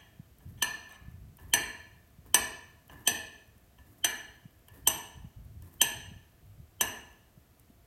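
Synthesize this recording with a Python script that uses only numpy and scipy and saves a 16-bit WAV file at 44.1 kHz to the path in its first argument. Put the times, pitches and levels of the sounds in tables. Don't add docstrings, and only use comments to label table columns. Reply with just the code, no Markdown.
import sys
import numpy as np
from scipy import signal
from scipy.fft import rfft, irfft, next_fast_len
from scipy.io import wavfile
from scipy.ndimage import map_coordinates

SR = 44100
rng = np.random.default_rng(int(sys.argv[2]) if len(sys.argv) > 2 else 0)


def int16_out(signal):
    q = np.round(np.clip(np.atleast_2d(signal).T, -1, 1) * 32767)
    wavfile.write(sys.argv[1], SR, q.astype(np.int16))


N = 346626
TIME = np.arange(N) / SR
AGE = np.arange(SR) / SR

# start_s, blow_db, brightness_db_per_octave, contact_spot, crack_db, knock_db
BLOWS = [(-.3, 0, -2.5, 0.77, -22, -42), (.624, -3, -0.55, -0.57, -20.5, -40),
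         (1.537, 0.5, 1.5, -0.63, -22, -33.5), (2.344, 4, 1, -0.39, -21, -31.5),
         (3.075, 0.5, 0.8, -0.073, -22, -33.5), (4.045, 1, 0, -0.14, -26.5, -37.5),
         (4.8735, 0.5, 1.23, 0.98, -22, -35), (5.815, 1, 1.5, 0.56, -23, -35.5),
         (6.81, -.5, 0.86, 0.45, -23.5, -33.5)]
# pitch_hz, relative_level_db, t60_s
ROCKING_MODES = [(163, -10.5, 0.031), (246, -4.5, .06), (337, -3.5, 0.052), (429, 0, 0.037),
                 (440, -5, 0.067), (649.3, -5, 0.14), (704.3, 2.5, 0.06), (820, -1.5, 0.084),
                 (962, -6, 0.063), (1020, -0.5, 0.037)]


def blade_on_plate(knock_rise_s=0.0034):
    out = np.zeros(N)
    hz, mode_db, t60 = np.transpose(ROCKING_MODES)[:, :, None]
    for start, blow_db, bright_db, spot, crack_db, knock_db in BLOWS:
        phase = rng.random(hz.shape)
        modes = amp(mode_db) * fade(AGE, t60) * np.sin(2 * np.pi * (hz * AGE + phase))
        knock = amp(knock_db) * modes.sum(axis=0) * (1 - np.exp(-AGE / knock_rise_s))
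        blow = amp(blow_db) * clink(bright_db, spot, crack_db=crack_db)
        add(out, start, blow + knock + in_kitchen(knock, wet_db=-2.0))
    return out


MODE_HZ = [982, 1741, 1802, 2368, 2516, 2737, 2866, 3079, 3210, 3840, 4196, 4871, 6020, 6096, 6261, 7630,
           8226, 8368, 8497, 9044, 10530, 11543, 12214, 13030, 13485, 14076]
# relative_level_db, t60_s, spot_gain_db
MODE_RESPONSE = [(-30.5, 0.045, -7), (-26.5, .11, -4), (-26.5, 0.027, -6.5), (-33.5, 0.029, -10.5),
                 (-29, 0.017, -0.5), (-38, 0.022, 0), (-25.5, .07, -1.5), (-28.5, 0.059, -11.5),
                 (-23, 0.023, 2.5), (-40.5, .08, 1.5), (-28.5, 0.026, -6), (-43.5, .1, -6.5),
                 (-21.5, 0.083, 0), (-28.5, .04, 2.5), (-22.5, 0.049, 1.5), (-28.5, 0.055, 5),
                 (-17, 0.028, 0.5), (-20.5, .035, 3.5), (-22.5, 0.031, 1.5), (-34, .12, 6), (-35, .13, -4),
                 (-30, .065, 6.5), (-37, 0.06, 6.5), (-40, 0.076, 1.5), (-29.5, 0.048, 0.5),
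                 (-39.5, .1, -1)]
# frequency_hz, density_db
CRACK_SPECTRUM = [(60, -31.5), (250, -5.5), (620, -5), (950, 6.5), (1420, -22.5), (2400, -1), (3200, 11.5),
                  (3700, -7.5), (5200, -7), (8500, -6), (9800, -4), (13300, 0.5), (15000, -13)]
CRACK_T60_S = .014


def clink(bright_db, spot=0, scatter_db=0.0, attack_s=0.0005, crack_db=-21, chatter_s=0.0025,
          spread_t60_s=0.11, beam_hz=7000):
    hz = np.array(MODE_HZ)[:, None]
    mode_db, t60, spot_db = np.transpose(MODE_RESPONSE)[:, :, None]
    t = AGE[:SR // 4]

    def hardness(f):
        return amp(bright_db * np.log2(np.maximum(f, 1000) / 4000))

    scatter = scatter_db * rng.standard_normal(hz.shape)
    strength = amp(mode_db + spot * spot_db + scatter) * hardness(hz)
    phase = rng.random(hz.shape)
    modes = strength * fade(t, t60) * np.sin(2 * np.pi * (hz * t + phase))
    ring = modes.sum(axis=0) * (1 - np.exp(-t / attack_s))
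    settling = fade(np.maximum(t - chatter_s, 0), CRACK_T60_S)
    crack = amp(crack_db) * filtered(noise(CRACK_SPECTRUM, len(t)), hardness) * settling
    wide_crack = filtered(crack, lambda f: 1 / np.sqrt(1 + (f / beam_hz) ** 2))
    spread = ring * fade(t, spread_t60_s) + wide_crack
    direct, spread = np.pad([ring + crack, spread], [(0, 0), (0, SR - len(t))])
    return direct + in_kitchen(spread, wet_db=-1.5)


# frequency_hz, density_db
RUMBLE_SPECTRUM = [(20, -34), (40, -7), (62, 4), (110, 0.5), (170, -8.5), (250, -18.5), (450, -33.5),
                   (1000, -72)]
BOOM_DB, BOOM_T60_S, BOOM_RISE_S = -17.5, 1, .012


def worktop_boom():
    out = np.zeros(N)
    for start, *_, knock_db in BLOWS:
        envelope = (1 - np.exp(-AGE / BOOM_RISE_S)) * fade(AGE, BOOM_T60_S)
        add(out, start, amp(knock_db + BOOM_DB) * noise(RUMBLE_SPECTRUM, SR) * envelope)
    return out


# start_s, relative_level_db, length_s, brightness_db_per_octave
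SCRAPES = [(0.576, -40.5, 0.046, -6), (.892, -29.5, 0.068, -7), (3.051, -28.5, .02, -1.5)]


def scraping(slips_per_s=1100, uneven_db=3):
    out = np.zeros(N)
    for start, level_db, length, bright_db in SCRAPES:
        sizes = np.sign(rng.standard_normal(SR)) * amp(uneven_db * rng.standard_normal(SR))
        slips = sizes * (rng.random(SR) < slips_per_s / SR) * (AGE < length)
        impulses = unit(slips) / np.sqrt(SR)
        add(out, start, amp(level_db) * signal.fftconvolve(impulses, clink(bright_db)))
    return out


# start_s, tap_db, crunch_db, wet_hiss_db
SLICES = [(.405, -51, -62.5, -66), (1.387, -40, -56.5, -64.5), (2.255, -52.5, -59.5, -63.5),
          (2.897, -32, -55.5, -65), (3.786, -41.5, -61.5, -67.5), (4.685, -40.5, -59.5, -65.5),
          (5.623, -47, -60, -62.5)]
# frequency_hz, density_db
CRUNCH_SPECTRUM = [(80, -10.5), (300, 11), (600, -4), (1000, 1.5), (1450, -13.5), (1770, -1.5),
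                   (2150, -16.5), (2900, -15), (4500, -21.5), (6100, -32), (9000, -22)]
# frequency_hz, density_db
JUICE_SPECTRUM = [(2000, -25), (5000, -11.5), (8500, -4), (10000, -4.5), (13000, 2.5), (16000, -3)]
PRESS_DB = -61


def slicing(grain_db=4, grains_per_s=600, uneven_db=8.5, catches_per_s=35, attack_s=0.0097, release_s=0.0079):
    out = np.zeros(N)
    for start, tap_db, crunch_db, hiss_db in SLICES:
        end = min(s for s, *_ in BLOWS if s > start)
        stroke = np.clip(AGE / attack_s, 0, 1) * np.clip((end - start - AGE) / release_s, 0, 1)
        cells = unit(amp(grain_db * wobble(grains_per_s) + uneven_db * wobble(catches_per_s)))
        crunch = amp(crunch_db) * noise(CRUNCH_SPECTRUM, SR) * fade(AGE, t60=1.0)
        hiss = amp(hiss_db) * noise(JUICE_SPECTRUM, SR)
        cut = stroke * cells * (crunch + hiss)
        press = amp(PRESS_DB) * stroke * noise(RUMBLE_SPECTRUM, SR)
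        cushion = signal.butter(1, 2000, fs=SR, output="sos")
        tap = signal.sosfilt(cushion, clink(bright_db=-6.5, crack_db=-23.5))
        add(out, start, amp(tap_db + 4) * tap + cut + press + in_kitchen(cut, wet_db=-4.0))
    return out


# start_s, relative_level_db
CLEAR_TICKS = [(0.385, -51.5), (0.8921, -49.5), (0.923, -48), (1.3701, -45), (2.8797, -47), (4.6841, -42.5),
               (5.623, -45.5), (7.597, -47)]
# frequency_hz, density_db
TICK_SPECTRUM = [(3000, -19), (7000, -7), (10000, 0), (14000, 5), (16000, -0.5)]
FAINT_TICKS_PER_S, FAINT_TICK_DB, FAINT_SPREAD_DB = 5.1, -58.5, 3.5


def wet_ticks():
    out, t = np.zeros(N), AGE[:SR // 20]
    chance = rng.random((round(FAINT_TICKS_PER_S * N / SR), 2))
    faint = [(when * N / SR, FAINT_TICK_DB + FAINT_SPREAD_DB * (2 * size - 1)) for when, size in chance]
    for start, level_db in CLEAR_TICKS + faint:
        add(out, start, amp(level_db - 3.0) * noise(TICK_SPECTRUM, len(t)) * fade(t, t60=0.016))
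    return out


# frequency_hz, t60_s
ROOM_DECAY = [(150, .75), (400, .75), (1000, .7), (2800, .66), (6000, .56), (8500, .48), (11500, .39),
              (13500, .34), (15500, .22)]
# frequency_hz, reflected_db
WALL_COLOUR = [(200, 6.5), (700, -1.5), (1750, 5.5), (2550, 4), (3250, -8.5), (4200, 0), (6200, -6),
               (8300, -9), (11000, -3.5), (13500, -1), (15000, -8.5)]


def in_kitchen(x, wet_db=-4.0, early_db=-10, early_t60_s=0.1, build_s=0.0026):
    hz, t, cells = signal.stft(rng.standard_normal(SR), SR, nperseg=256)
    decaying = cells * fade(t, along(ROOM_DECAY, hz)[:, None])
    tail = unit(signal.istft(decaying, SR, nperseg=256)[1][:SR]) / np.sqrt(SR)
    tail = filtered(tail, lambda f: amp(along(WALL_COLOUR, f))) * (1 - np.exp(-AGE / build_s))
    early = rng.standard_normal(SR) * fade(AGE, early_t60_s) * (AGE > .001)
    early = unit(early) / np.sqrt(SR)
    return signal.fftconvolve(x, amp(wet_db) * tail + amp(early_db) * early)[:len(x)]


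# start_s, length_s, rumble_db
GRIP_SHIFTS = [(.44, 0.16, -46), (1.01, 0.33, -48.5), (1.4, 0.31, -52), (1.85, 0.14, -60.5),
               (2.17, .14, -58), (2.91, 0.086, -53.5), (3.48, 0.073, -62), (4.82, 0.073, -49),
               (5.15, 0.13, -51.5), (5.36, 0.3, -48), (5.93, 0.27, -49.5), (6.42, 0.22, -54)]
# start_s, relative_level_db, pitch_hz
HAND_BUMPS = [(0.195, -28, 168), (0.462, -31, 150), (1.08, -29, 151), (2.184, -34.5, 139),
              (4.454, -29.5, 161.5), (5.172, -30.5, 110.2), (5.244, -27.5, 169), (6.115, -30, 152.4),
              (6.162, -28.5, 118), (6.598, -32, 113), (7.374, -36.5, 159), (7.699, -40.5, 257)]
SHIFT_ATTACK_S, SHIFT_RELEASE_S, SHIFT_EASE_DB_PER_S = 0.0083, .04, 8
HOLD_DB, TREMOR_DB, TREMOR_PER_S = -65, 2.5, 5


def handling(swell_s=0.0046, sag_s=0.056):
    hold_db = HOLD_DB + TREMOR_DB * wobble(TREMOR_PER_S, TIME)
    out = amp(hold_db) * noise(RUMBLE_SPECTRUM, N)
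    for start, length, level_db in GRIP_SHIFTS:
        onset = np.clip(AGE / SHIFT_ATTACK_S, 0, 1)
        stop = np.clip(1 - (AGE - length) / SHIFT_RELEASE_S, 0, 1)
        easing = amp(level_db - SHIFT_EASE_DB_PER_S * AGE)
        add(out, start, easing * onset * stop * noise(RUMBLE_SPECTRUM, SR))
    push = (AGE / swell_s) ** 2 * np.exp(2 * (1 - AGE / swell_s))
    for start, level_db, hz in HAND_BUMPS:
        cycles = hz * sag_s * np.log1p(AGE / sag_s)
        add(out, start, amp(level_db - 8.5) * push * np.sin(2 * np.pi * cycles))
    return out


# frequency_hz, density_db
QUIET_SPECTRUM = [(20, -9), (60, 8.5), (150, 0.5), (300, -2.5), (560, -9), (690, -3.5), (800, -12.5),
                  (1200, -13), (2500, -17), (5000, -21.5), (8000, -21), (10000, -23), (12500, -16.5),
                  (16000, -22)]


def quiet_hiss():
    return amp(-64.0) * noise(QUIET_SPECTRUM, N)


def amp(db):
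    return 10 ** (np.asarray(db) / 20)


def unit(x):
    return x / np.sqrt(np.mean(x ** 2) + 1e-20)


def along(points, hz):
    f, v = np.transpose(points)
    return np.interp(np.log(hz + 1), np.log(f), v)


def filtered(x, response):
    m = next_fast_len(len(x) + 8192)
    return irfft(rfft(x, m) * response(np.fft.rfftfreq(m, 1 / SR)), m)[:len(x)]


def noise(spectrum, size):
    return unit(filtered(rng.standard_normal(size), lambda hz: amp(along(spectrum, hz))))


def fade(t, t60):
    return np.exp(-np.log(1000) * t / t60)


def wobble(rate, t=AGE):
    return map_coordinates(rng.standard_normal(SR), [t * rate], order=1)


def add(track, s, sound):
    start = round(s * SR)
    part = sound[max(-start, 0):len(track) - start]
    track[max(start, 0):][:len(part)] += part


def scene():
    floor = quiet_hiss()
    knife = blade_on_plate() + worktop_boom() + scraping()
    garlic = slicing() + wet_ticks()
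    return (knife + garlic + handling() + floor)[None]


def record(dry):
    band_hz, width_hz, depth, top_hz = 3100, 46, 2.3, 16000

    def response(hz):
        colour = 1 - depth / (1 - 1j * (hz - band_hz) / width_hz)
        return colour * (hz < top_hz)

    return filtered(dry[0], response)[None]


dry = scene()
out = record(dry)
int16_out(out)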